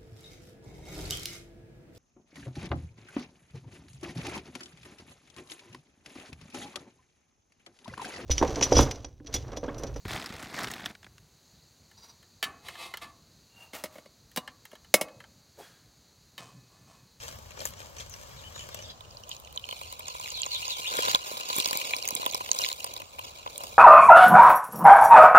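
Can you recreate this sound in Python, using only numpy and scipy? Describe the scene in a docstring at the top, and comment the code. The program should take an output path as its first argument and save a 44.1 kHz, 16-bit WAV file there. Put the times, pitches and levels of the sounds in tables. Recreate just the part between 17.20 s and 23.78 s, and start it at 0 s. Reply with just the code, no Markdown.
"""Sticky crackles and wooden smacks come first: a stick stirs batter in a wooden bowl outdoors, a little left of
a spaced microphone pair. At 1.72 s the scene changes to liquid running from a hollow vessel on the right, with pops
and gulps. Small birds chirp over a low hum. Clicks and noise bursts ring the bowl and vessel as banks of modes,
gulps are rising sines, birds are gliding sines, and hum and hiss are shaped noise."""
import sys
import numpy as np
from scipy import signal
from scipy.fft import rfft, irfft, next_fast_len
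from scipy.io import wavfile
from scipy.ndimage import uniform_filter1d

SR = 44100
rng = np.random.default_rng(int(sys.argv[2]) if len(sys.argv) > 2 else 0)


def master_out(mix):
    """Clip the mix to full scale and print it as 16-bit PCM to the path in sys.argv[1]."""
    frames = np.transpose(np.atleast_2d(mix))
    ceiling = np.clip(frames, -1, 1)
    pcm = np.round(ceiling * 32767).astype(np.int16)
    wavfile.write(sys.argv[1], SR, pcm)


def voltage_ratio(level):
    """Linear amplitude factor for a level in decibels (scalar or array-like)."""
    return 10 ** (np.asarray(level, float) / 20)


N = 290178
CHANGE_S = 1.72  # stirring stops and pouring starts
SPLAT_WIDTH_HZ = 1600  # width of each resonance that gives a pop its own pitch

# Distant air, shape of its spectrum: [f/Hz, relative density/dB per Hz]
AIR_SPECTRUM = [(20, -25.5), (40, -2.5), (75, 12), (110, 4.5), (170, -3.5), (300, -29.5), (600, -19),
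                (1100, -18), (2000, -33), (3200, -29.5), (7000, -29), (10000, -46), (13000, -42),
                (16000, -36)]
# Gains of the air's two parts over time: [t/s, hum gain/dB, hiss gain/dB]
AIR_GAINS = [(0, -52.5, -41.5), (1.698, -51, -41.5), (1.74, -56.5, -42), (3.9, -58.5, -52),
             (4.1, -65.5, -39.5), (5.6, -61.5, -46.5), (6.58, -58.5, -41)]
# How alike the air is at the two microphones: [f/Hz, likeness 0..1]
AIR_LIKENESS = [(40, 0.45), (110, 1), (300, 0.02), (1000, 0.012)]
# Arched notes of a songbird: [t/s, length/s, top f/Hz, starting level/dB]
BIRD_ARCHES = [(1.162, 0.059, 4250, -52.5), (1.225, 0.066, 3077, -50), (1.338, 0.065, 4210, -51),
               (1.389, 0.047, 3100, -45.5), (1.504, 0.078, 3910, -54), (1.551, 0.085, 2965, -53),
               (1.632, 0.046, 3880, -50), (1.686, 0.026, 3640, -46), (3.133, 0.057, 4550, -35.5),
               (3.175, .04, 4240, -38), (3.184, 0.061, 3390, -47), (3.309, 0.06, 4630, -30.5),
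               (3.348, 0.049, 4200, -40), (3.342, 0.037, 3300, -43), (3.495, 0.044, 4390, -33),
               (3.544, 0.039, 3350, -41), (3.763, 0.072, 3560, -37)]
# Straight gliding whistles: [t/s, length/s, start f/Hz, end f/Hz, level/dB]
BIRD_WHISTLES = [(0.782, 0.012, 6550, 5880, -49.5), (0.9, 0.034, 6680, 5550, -53),
                 (1.338, 0.11, 6820, 7160, -55.5), (1.614, 0.023, 6050, 5730, -51.5),
                 (1.642, .02, 4820, 4730, -53), (1.694, 0.017, 5000, 4680, -51),
                 (1.697, 0.012, 4000, 3950, -51), (2.471, 0.081, 4250, 4400, -50.5),
                 (2.66, 0.049, 4540, 4300, -57), (2.693, 0.028, 4900, 5100, -62),
                 (2.88, 0.041, 4400, 4100, -52), (3.441, 0.03, 4920, 4870, -46),
                 (3.642, 0.035, 2194, 3570, -37), (3.663, 0.043, 3625, 3560, -37),
                 (5.855, 0.058, 7250, 7900, -68)]
# Large gulps of air into the vessel: [t/s, peak level/dB, starting f/Hz]
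LARGE_GULPS = [(3.716, -33.5, 465), (3.744, -33.5, 440), (3.79, -22, 466), (3.874, -27, 457),
               (3.944, -29, 190), (4.115, -30.5, 477), (4.363, -36, 260), (4.382, -29, 245),
               (4.399, -27, 317), (4.457, -42, 270), (4.474, -37, 250), (4.508, -35, 216),
               (4.528, -30.5, 261), (4.554, -36.5, 223), (4.765, -44, 250), (4.926, -36, 236),
               (4.956, -35.5, 220), (5.057, -40, 530), (5.064, -34, 250), (5.1, -39, 190),
               (5.143, -38, 257), (5.309, -32.5, 500), (5.83, -42, 240)]
# Batter dragged by the stick: [t/s, crackle level/dB, low slosh level/dB, treble fizz level/dB]
BATTER_LEVELS = [(0, -51, -59, -62), (.03, -46.5, -50.5, -57), (.21, -59.5, -58, -63),
                 (.34, -58.5, -59.5, -69), (.412, -48, -43.5, -60), (.474, -49, -57, -46.5),
                 (.546, -61, -58, -70), (.59, -52, -55, -63), (.742, -63.5, -56.5, -67),
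                 (.808, -46.5, -53.5, -61), (.886, -61, -59, -69), (.93, -55.5, -57, -62.5),
                 (1.298, -56.5, -56.5, -66), (1.418, -53, -55, -62.5), (1.72, -55, -50.5, -68)]
# Stream leaving the vessel: [t/s, crackle level/dB, low slosh level/dB, treble fizz level/dB]
STREAM_LEVELS = [(1.76, -66, -60, -77), (2.0, -63.5, -60, -67.5), (2.07, -66, -55, -70),
                 (2.12, -49.5, -63, -62), (2.2, -63, -56.5, -65), (2.36, -59.5, -60, -69),
                 (2.6, -50, -56.5, -54.5), (2.84, -53.5, -57.5, -64), (2.96, -45, -57, -52),
                 (3.2, -46.5, -56, -55), (3.44, -41, -56, -50), (3.66, -43.5, -54, -50),
                 (3.74, -35.5, -43.5, -44.5), (3.92, -32, -44, -42.5), (4.0, -45.5, -56, -57.5),
                 (4.12, -41, -48, -43.5), (4.26, -43, -52, -55.5), (4.36, -35.5, -48, -42),
                 (4.6, -39, -47.5, -46), (4.85, -43.5, -48.5, -51), (5.3, -46.5, -51, -51.5),
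                 (5.44, -37.5, -47, -43.5), (5.53, -47, -56, -51.5), (5.64, -49.5, -50.5, -54),
                 (5.78, -49.5, -50.5, -61), (5.87, -60, -61.5, -64.5), (6.04, -50, -53.5, -57.5),
                 (6.21, -53.5, -58, -63.5), (6.44, -50, -46.5, -52), (6.58, -51, -56, -58)]
# Stick smacking free: [t/s, snap level/dB, snap f/Hz, hollow ring level/dB, treble level/dB]
SMACKS = [(0.0425, -54, 3300, -52, -53), (0.084, -55, 3000, -48, -60), (0.1455, -61, 3500, -54, -62),
          (0.3067, -45, 2860, -47, -56), (0.3175, -50, 2700, -53, -65), (0.3735, -57, 3500, -40, -60),
          (0.3895, -48, 6500, -55, -58), (0.404, -37, 5350, -46, -50), (0.414, -44, 2800, -40, -48),
          (0.4533, -30, 6100, -32, -29.5), (0.6162, -45, 2960, -46, -63), (0.8057, -39.5, 3180, -62, -53),
          (0.896, -50, 5800, -66, -46), (0.9387, -38, 5750, -50, -55), (1.36, -54, 3000, -38, -68),
          (1.5444, -43, 6300, -62, -40)]
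# Wet pops in the stream: [t/s, snap level/dB, snap f/Hz, hollow ring level/dB, treble level/dB]
STREAM_POPS = [(1.8066, -44, 3330, -44, -57), (1.9086, -46.5, 5100, -66, -71),
               (1.9696, -39, 4690, -49, -74), (2.035, -44, 5800, -56, -67), (2.0917, -41.5, 7400, -44, -42),
               (2.1136, -34, 3300, -57, -52), (2.165, -40.5, 5840, -55, -55), (2.1989, -54, 3060, -63, -46),
               (2.2473, -47, 6700, -62, -62), (2.2726, -44.5, 3160, -59, -71),
               (2.3256, -53, 3600, -56, -46), (2.36, -40.5, 7300, -40, -64), (2.374, -27.5, 3800, -46, -53),
               (2.3944, -44, 3160, -60, -53), (2.4396, -38.5, 3080, -54, -70),
               (2.4883, -35.5, 2970, -35.5, -45), (2.5095, -35, 3260, -47, -43),
               (2.5245, -35, 3100, -33.5, -50), (2.612, -42, 2860, -35, -47), (2.7247, -40, 2960, -38, -37),
               (2.736, -47, 2880, -61, -61), (2.7928, -44, 3000, -38.5, -38), (2.805, -44, 2440, -57, -61),
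               (2.8812, -32.5, 6740, -36, -52), (2.948, -51, 2960, -36, -52),
               (2.997, -36.5, 7040, -37, -53), (3.058, -35.5, 2300, -39, -49),
               (3.076, -36.5, 2300, -47, -41), (3.1023, -33.5, 7000, -50, -51),
               (3.2174, -27, 7040, -42, -58), (3.2317, -27.5, 3700, -50, -68),
               (3.2396, -37, 3180, -50, -68), (3.262, -30.5, 6940, -30.5, -65),
               (3.411, -42, 7450, -48, -50), (3.428, -36, 2480, -53, -48), (3.479, -33, 6500, -33.5, -54),
               (3.571, -42, 6500, -52, -57), (3.7524, -32, 3700, -39, -36), (3.768, -27, 3280, -42, -27.5),
               (3.786, -31, 2880, -29, -40), (3.7945, -34, 3600, -31, -39), (3.8225, -34, 5500, -48, -35),
               (3.8525, -37, 4000, -33, -38), (3.8813, -23.5, 3900, -24.5, -37),
               (3.887, -32, 5000, -46, -35), (3.9145, -39, 3500, -39, -34),
               (3.9468, -11, 3870, -19.5, -25.5), (4.1684, -33.5, 3800, -37, -63),
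               (4.288, -48, 7400, -50, -36), (4.2999, -27, 3800, -27, -37), (4.363, -33, 7600, -32, -27),
               (4.3834, -36, 3600, -26.5, -24.5), (4.3996, -20, 3730, -45, -27.5),
               (4.412, -35, 5000, -44, -42), (4.445, -27, 5540, -55, -42), (4.4571, -20, 4050, -27.5, -29),
               (4.474, -35, 2330, -56, -30), (4.5086, -30, 4570, -29.5, -29),
               (4.5292, -25.5, 2380, -36, -29), (4.5517, -35, 3560, -30, -38),
               (4.5718, -31, 4430, -42, -24.5), (4.5994, -30, 3570, -50, -38),
               (4.6142, -30.5, 2390, -43, -38), (4.6713, -44, 2370, -51, -40),
               (4.7073, -34.5, 2430, -53, -53), (4.7348, -21, 2560, -28.5, -62),
               (4.745, -31, 3060, -53, -53), (4.764, -29, 5660, -36, -33), (4.8247, -31.5, 5660, -48, -42),
               (4.8524, -34, 2900, -57, -33), (4.8758, -27, 6640, -33, -30),
               (4.8865, -34.5, 2400, -40, -24.5), (4.9056, -29.5, 6400, -32, -30),
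               (4.9506, -51, 7450, -36, -23.5), (4.9631, -30, 3540, -53, -48), (5.017, -34, 3300, -45, -39),
               (5.0274, -34, 3830, -29, -43), (5.041, -36, 3000, -38, -55), (5.0525, -41, 7500, -52, -42),
               (5.0614, -24, 3550, -22.5, -27.5), (5.0996, -36, 4150, -52, -47),
               (5.111, -33, 6500, -57, -53), (5.1344, -31, 3000, -50, -56),
               (5.1452, -22.5, 5250, -26, -27.5), (5.2051, -50, 2900, -27.5, -58),
               (5.26, -36, 3700, -44, -55), (5.289, -35, 3000, -33, -44), (5.314, -14.5, 6500, -32, -58),
               (5.3307, -32, 5300, -59, -39), (5.348, -32, 7350, -53, -45), (5.3875, -23, 5370, -42, -32.5),
               (5.394, -42, 3000, -32, -55), (5.4164, -26, 5550, -50, -39), (5.4372, -24, 4100, -52, -46),
               (5.446, -22.5, 3980, -50, -47), (5.461, -26.5, 3850, -37, -53),
               (5.487, -28.5, 4300, -51, -33), (5.5, -33, 3500, -50, -55), (5.5149, -30, 3970, -34, -57),
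               (5.5268, -28.5, 6600, -49, -37), (5.629, -40, 5200, -48, -54), (5.6425, -31, 5250, -30, -27),
               (5.664, -41, 3500, -37, -43), (5.705, -54, 3000, -43, -59), (5.7374, -37, 5970, -58, -38.5),
               (5.7636, -34, 3950, -40, -45), (5.7745, -42, 4500, -57, -46), (5.7992, -53, 2800, -38, -44),
               (5.8175, -39, 3100, -39, -44), (5.9841, -43, 2920, -36.5, -54),
               (5.9907, -33, 3040, -34, -38), (6.2604, -46.5, 2400, -29.5, -61),
               (6.274, -38, 2930, -35.5, -61), (6.3581, -38.5, 3970, -60, -56),
               (6.3781, -40, 3700, -47, -31.5), (6.4042, -45, 2950, -35, -45),
               (6.435, -39, 5330, -32.5, -36.5)]
# Modes of the wooden bowl: [f/Hz, width/Hz, relative level/dB]
BOWL_MODES = [(278, 990, -31), (563, 118, 5), (1192, 115, -4.5), (2010, 1350, -4.5), (3330, 1010, 4.5),
              (4100, 1640, 3.5), (6500, 3800, 0.5), (10500, 5970, 4), (11830, 7500, 3)]
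# Modes of the hollow vessel: [f/Hz, width/Hz, relative level/dB]
VESSEL_MODES = [(233, 2950, -4), (540, 130, -9), (900, 200, -16), (1025, 60, 2), (1130, 200, -15),
                (1580, 150, -14), (2330, 484, -7), (2800, 287, 4.5), (3300, 658, 1), (4060, 1024, 0),
                (5100, 760, -2), (6650, 1370, -7.5), (11980, 1280, -18), (13170, 2680, -19)]
# Bands of crackle, hollow ring, slosh and fizz, one row each: [lower f/Hz, upper f/Hz]
PART_BANDS = [(1850, 8500), (860, 1750), (110, 820), (8500, 16000)]
# Drifting band and thin ring as the vessel tips: [t/s, band f/Hz, band level/dB, thin ring level/dB]
MOUTH_DRIFT = [(1.72, 2310, -10, 5), (2.45, 2220, -20, 9.5), (2.8, 1320, 2, -8), (3.6, 1330, 0, -33),
               (3.75, 1630, 11, -24), (4.3, 1640, 3.5, -32), (4.6, 2390, 4, -32), (5.05, 2400, 0.5, -25),
               (5.4, 1560, 6, -23), (5.75, 1930, 1, -21), (6.58, 1960, -2, -15)]
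# Phase by which the left microphone leads (negative: lags), by source place: [f/Hz, phase/rad]
BOWL_PHASE = [(0, 0.75), (1380, 3.06), (2930, 5.44), (16400, 31)]
VESSEL_PHASE = [(0, 0), (600, -.6), (930, -2.9), (1050, -2.7), (1200, -2.6), (1400, -3.1), (1900, -3.2),
                (2030, -6), (2420, -6.5), (2620, -9.1), (3220, -9.7), (3650, -12.1), (4150, -13),
                (6290, -21.6), (10100, -38), (16400, -58)]
BIRD_PHASE = [(0, 1.5), (16400, -17)]
# Gain of the left microphone for the vessel: [f/Hz, left-right level/dB]
VESSEL_LEFT_GAIN = [(60, 29), (180, -6.5), (550, 2), (760, 4), (1000, 1), (1800, 2), (2500, -1.5),
                    (4970, -1.5), (15000, -2.5)]


def evened(x):
    """Scales to rms 1."""
    return x / np.sqrt(np.mean(x ** 2) + 1e-20)


def read(points, hz):
    """Reads a spectrum on a log-frequency axis."""
    f, value = np.transpose(points)
    return np.interp(np.log(hz + 1), np.log(f + 1), value)


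def add(mix, s, sound):
    """Mixes a sound in at time s."""
    part = mix[..., max(round(s * SR), 0):][..., :sound.shape[-1]]
    part += sound[..., :part.shape[-1]]


def to_pair(x, lead, scatter_db, scatter_s, scatter_hz, balance=((0, 0), (1, 0)), count=11):
    """Spaced pair: path difference as phase, and separate treble reflections that shift as things move."""
    t = np.arange(0, scatter_s, 1 / SR)
    echoes = rng.standard_normal((count, 2, len(t)))
    echoes *= voltage_ratio(-60 * t / scatter_s) * (t > .0003)
    highpass = signal.butter(6, scatter_hz, "highpass", fs=SR, output="sos")
    echoes = signal.sosfilt(highpass, echoes)
    echoes *= voltage_ratio(scatter_db) / np.linalg.norm(echoes, axis=2, keepdims=True)
    place = np.arange(N) / SR / .018 % count  # one set of reflections hands over to the next every 18 ms
    heard = x
    for k, taps in enumerate(echoes):
        distance = np.minimum(abs((place - k + 1) % count - 1), 1)
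        share = np.cos(np.pi / 2 * distance)
        heard = heard + signal.oaconvolve(x * share, taps, axes=1)[:, :N]
    size = next_fast_len(N)
    hz = np.fft.rfftfreq(size, 1 / SR)
    turn = np.exp(1j * np.interp(hz, *np.transpose(lead))) * voltage_ratio(read(balance, hz))
    left = irfft(rfft(heard[0], size) * turn, size)[:N]
    return np.array([left, heard[1]])


def air():
    """Distant low hum and outdoor hiss: shaped noise, lumpy in time and frequency, partly alike at both mics."""
    frames, hz = N // 512 + 5, np.fft.rfftfreq(2048, 1 / SR)
    a, b, c, d, lumps = rng.standard_normal((frames, len(hz), 5)).T
    lumps_db = 1.6 * evened(uniform_filter1d(uniform_filter1d(lumps, 6, 0), 6, 1))
    same = np.clip(read(AIR_LIKENESS, hz), -1, 1)[:, None]
    left = a + 1j * b
    right = same * left + np.sqrt(1 - same ** 2) * (c + 1j * d)
    z = np.array([left, right]) * voltage_ratio(read(AIR_SPECTRUM, hz)[:, None] + lumps_db)
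    low = (hz < 200)[:, None]
    hum, hiss = (signal.istft(z * part, nperseg=2048, noverlap=1536)[1][:, :N] for part in (low, ~low))
    s, hum_db, hiss_db = np.transpose(AIR_GAINS)
    t = np.arange(N) / SR
    both = voltage_ratio(np.interp(t, s, hum_db)) * hum + voltage_ratio(np.interp(t, s, hiss_db)) * hiss
    return both / np.std(hum + hiss) * voltage_ratio([[.6], [-.6]])  # left a little louder


def birds():
    """Short gliding whistles, a little hoarse, blurred by echoes among the trees."""
    scoop, rise = 0.1516, 0.145  # starts this share below the top, climbs in this share of its length
    rest_hz, bend, fade_db = 3000, 1.4, -8  # then sinks to rest_hz and fades
    notes = []
    for s, length, top_hz, db in BIRD_ARCHES:
        u = np.arange(0, length, 1 / SR) / length
        climb_hz = top_hz * (1 - scoop * np.exp(-u / rise))
        notes.append((s, db + fade_db * u, climb_hz - (top_hz - rest_hz) * u ** bend))
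    for s, length, start_hz, end_hz, db in BIRD_WHISTLES:
        notes.append((s, db, np.linspace(start_hz, end_hz, round(length * SR))))
    out = np.zeros(N)
    for s, db, hz in notes:
        tone = np.sqrt(2) * np.sin(2 * np.pi * np.cumsum(hz) / SR)
        add(out, s, voltage_ratio(db) * tone * signal.windows.tukey(len(hz), .4))
    flutter = uniform_filter1d(uniform_filter1d(rng.standard_normal(N), 35), 30)
    hoarse = 1 + 0.45 * evened(flutter)
    return to_pair(np.array([out, out]) * hoarse, BIRD_PHASE, scatter_db=1.5, scatter_s=0.12, scatter_hz=1490)


def gulps():
    """Large bubbles, and many small ones that follow the slosh: a soft low ring that rises near the surface."""
    plops, lowest_hz, highest_hz = 260, 135, 416  # small gulps at chance times
    when, pitch, size = rng.random((plops, 3)).T
    when = CHANGE_S + when * (N / SR - CHANGE_S)
    slosh_db = np.interp(when, *np.transpose(STREAM_LEVELS)[[0, 2]])
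    small_db = slosh_db - 3.5 - 8.5 * np.log(1 - size) / 2  # a few are much louder
    small_hz = lowest_hz * (highest_hz / lowest_hz) ** pitch
    # the last column is the time to the peak, in s
    rows = [(*row, 0.0013) for row in LARGE_GULPS] + list(zip(when, small_db, small_hz, plops * [0.00056]))
    out, t = np.zeros((2, N)), np.arange(3000) / SR
    pan_db = -5.5 * np.array([[.5], [-.5]])  # right louder
    for (s, db, hz, swell_s), turn in zip(rows, rng.uniform(-3.1, 2.16, (len(rows), 2, 1))):
        swell = t / swell_s * np.exp(1 - t / swell_s)
        tone = np.sin(2 * np.pi * hz * t * (1 + 8 * t) + turn)
        add(out, s, voltage_ratio(db + pan_db) * swell * tone)
    return signal.sosfilt(signal.butter(2, 60, "highpass", fs=SR, output="sos"), out)


def ring(hz, width_hz, size=2048):
    """One dying mode whose spectrum peaks at gain 1."""
    t = np.arange(size) / SR
    return 2 * np.pi * width_hz / SR * np.exp(-np.pi * width_hz * t) * np.sin(2 * np.pi * hz * t)


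def parts(modes):
    """The container's response to a click, split into crackle, hollow ring, slosh and fizz."""
    body = sum((-1) ** k * voltage_ratio(db) * ring(hz, width) for k, (hz, width, db) in enumerate(modes))
    return [signal.sosfilt(signal.butter(4, edges, "bandpass", fs=SR, output="sos"), body) for edges in PART_BANDS]


def crackle(rows, modes, ring_law, per_s, spread_db, hiss, flutter_db, shared):
    """Sticky threads and bubbles break in clumps over a wet hiss; the hollow ring follows the crackle level."""
    s, crackle_db, slosh_db, fizz_db = np.transpose(rows)
    # ring_law: dB at a crackle level of -45 dB, then dB per dB of crackle
    ring_db = ring_law[0] + ring_law[1] * (crackle_db + 45)
    slow = uniform_filter1d(uniform_filter1d(rng.standard_normal((5, N)), 260), 200)
    size_db = spread_db * np.minimum(rng.exponential(1, N), 3)  # at most three spreads
    size = voltage_ratio(size_db) * rng.standard_normal(N)
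    clicks = size * (rng.random(N) < per_s / SR)
    t, out = np.arange(N) / SR, 0
    for db, part, own in zip((crackle_db, ring_db, slosh_db, fizz_db), parts(modes), slow[1:]):
        reach = voltage_ratio(2.04 * rng.standard_normal(N))  # each click favours some parts of the ring
        clumps = voltage_ratio(flutter_db * evened(shared * slow[0] + own))
        drive = (evened(clicks * reach) + hiss * rng.standard_normal(N)) * clumps
        out = out + voltage_ratio(np.interp(t, s, db)) * evened(signal.oaconvolve(drive, part)[:N])
    return out


def pops(rows, modes, pan_law, burst_s, own, glug):
    """Each pop is a short noise burst with a pitch of its own, and its push sets the container ringing."""
    snap, hollow, slosh, fizz = parts(modes)
    out, t = np.zeros((2, N)), np.arange(400) / SR
    thin = signal.butter(4, 2000, "highpass", fs=SR, output="sos")
    middle_s = 3 * burst_s
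    # the film tears at once, in 0.42 of the decay time, then lets go
    push = np.exp(np.minimum((t - middle_s) / 0.42, middle_s - t) / burst_s)
    boom = np.roll(hollow + glug * slosh, round(middle_s * SR))
    for (s, snap_db, hz, ring_db, fizz_db), noise in zip(rows, rng.standard_normal((len(rows), 400))):
        # pan_law: left-right dB at 4 kHz, dB per octave of pitch, dB of chance
        pan_db = np.dot(pan_law, (1, np.log2(hz / 4000), noise[-1]))
        mode = ring(hz, SPLAT_WIDTH_HZ, size=1024)
        pitched = evened(signal.sosfilt(thin, np.convolve(mode, mode)))
        voices = [evened(snap[:-1]) + own * pitched, fizz]
        sounds = [signal.fftconvolve(noise * push, voice)[:len(boom)] for voice in voices]
        sounds.append(np.sign(noise[0]) * boom)
        tops = [np.sqrt(uniform_filter1d(x ** 2, 80).max()) for x in sounds]  # loudest short-time rms
        levels = (snap_db, fizz_db, ring_db)
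        tear, spray, knock = (voltage_ratio(db) * x / top for db, x, top in zip(levels, sounds, tops))
        pans = voltage_ratio(np.outer((.5, -.5), (pan_db, pan_law[0])))  # the ring stays where the container is
        # the burst peaks 0.8 ms after the listed time
        add(out, s + 0.0008 - middle_s, pans[:, :1] * (tear + spray) + pans[:, 1:] * knock)
    return out


def stirring():
    """The stick drags through the batter and smacks free, ringing the bowl on the left."""
    drag = crackle(BATTER_LEVELS, BOWL_MODES, ring_law=(-53, 0.62), per_s=570, spread_db=5.0, hiss=1.0,
                   flutter_db=-0.5, shared=0.2)
    smacks = pops(SMACKS, BOWL_MODES, pan_law=(4.9, 1, 1.6), burst_s=0.0012, own=1.9, glug=0.33)
    sound = drag * voltage_ratio([[1.2], [-1.2]]) + smacks
    pair = to_pair(sound, BOWL_PHASE, scatter_db=-1.0, scatter_s=0.03, scatter_hz=925)
    return pair * (np.arange(N) < CHANGE_S * SR)


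def resonate(x, hz, width_hz):
    """A resonance of gain 1 that follows the curve hz."""
    turn, r = np.exp(2j * np.pi * np.cumsum(hz) / SR), np.exp(-np.pi * width_hz / SR)
    return 2 * (turn * signal.lfilter([1 - r], [1, -r], x / turn)).real


def mouth(x):
    """As the vessel tips, one band sinks or swells and a thin ring, alike at both microphones, changes level."""
    s, *cols = np.transpose(MOUTH_DRIFT)
    hz, band_db, ring_db = (np.interp(np.arange(N) / SR, s, col) for col in cols)
    band = resonate(resonate(x, hz, width_hz=700), hz, width_hz=700)
    thin = voltage_ratio(ring_db) * resonate(x.mean(0), np.full(N, 3060), width_hz=70)
    return x + (voltage_ratio(band_db) - 1) * band, thin


def pouring():
    """The stream crackles and pops out of the vessel on the right, coloured by its mouth."""
    stream = crackle(STREAM_LEVELS, VESSEL_MODES, ring_law=(-48.5, 1.05), per_s=1300, spread_db=3.0, hiss=1.0,
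                     flutter_db=2.5, shared=5.4)
    wet = pops(STREAM_POPS, VESSEL_MODES, pan_law=(-0.8, -3.5, 2), burst_s=.00045, own=4.3, glug=0.71)
    sound, thin = mouth(stream + wet)
    pair = to_pair(sound, VESSEL_PHASE, scatter_db=0.5, scatter_s=.006, scatter_hz=2360, balance=VESSEL_LEFT_GAIN)
    return (thin + pair) * (np.arange(N) >= CHANGE_S * SR)


def scene():
    """All sources at the two microphones."""
    return air() + birds() + gulps() + stirring() + pouring()


def band_limit(x):
    """A steep low-pass at the top of the band."""
    return signal.sosfilt(signal.butter(12, 16810, fs=SR, output="sos"), x)


def record(dry):
    """A softly saturating microphone input, then a band limit at 15.9 kHz."""
    edge = signal.firwin(255, 15900, window=("kaiser", 6), fs=SR)
    finished = signal.oaconvolve(np.tanh(dry), edge[None], "same")
    return band_limit(finished)


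dry = scene()
out = record(dry)
master_out(out)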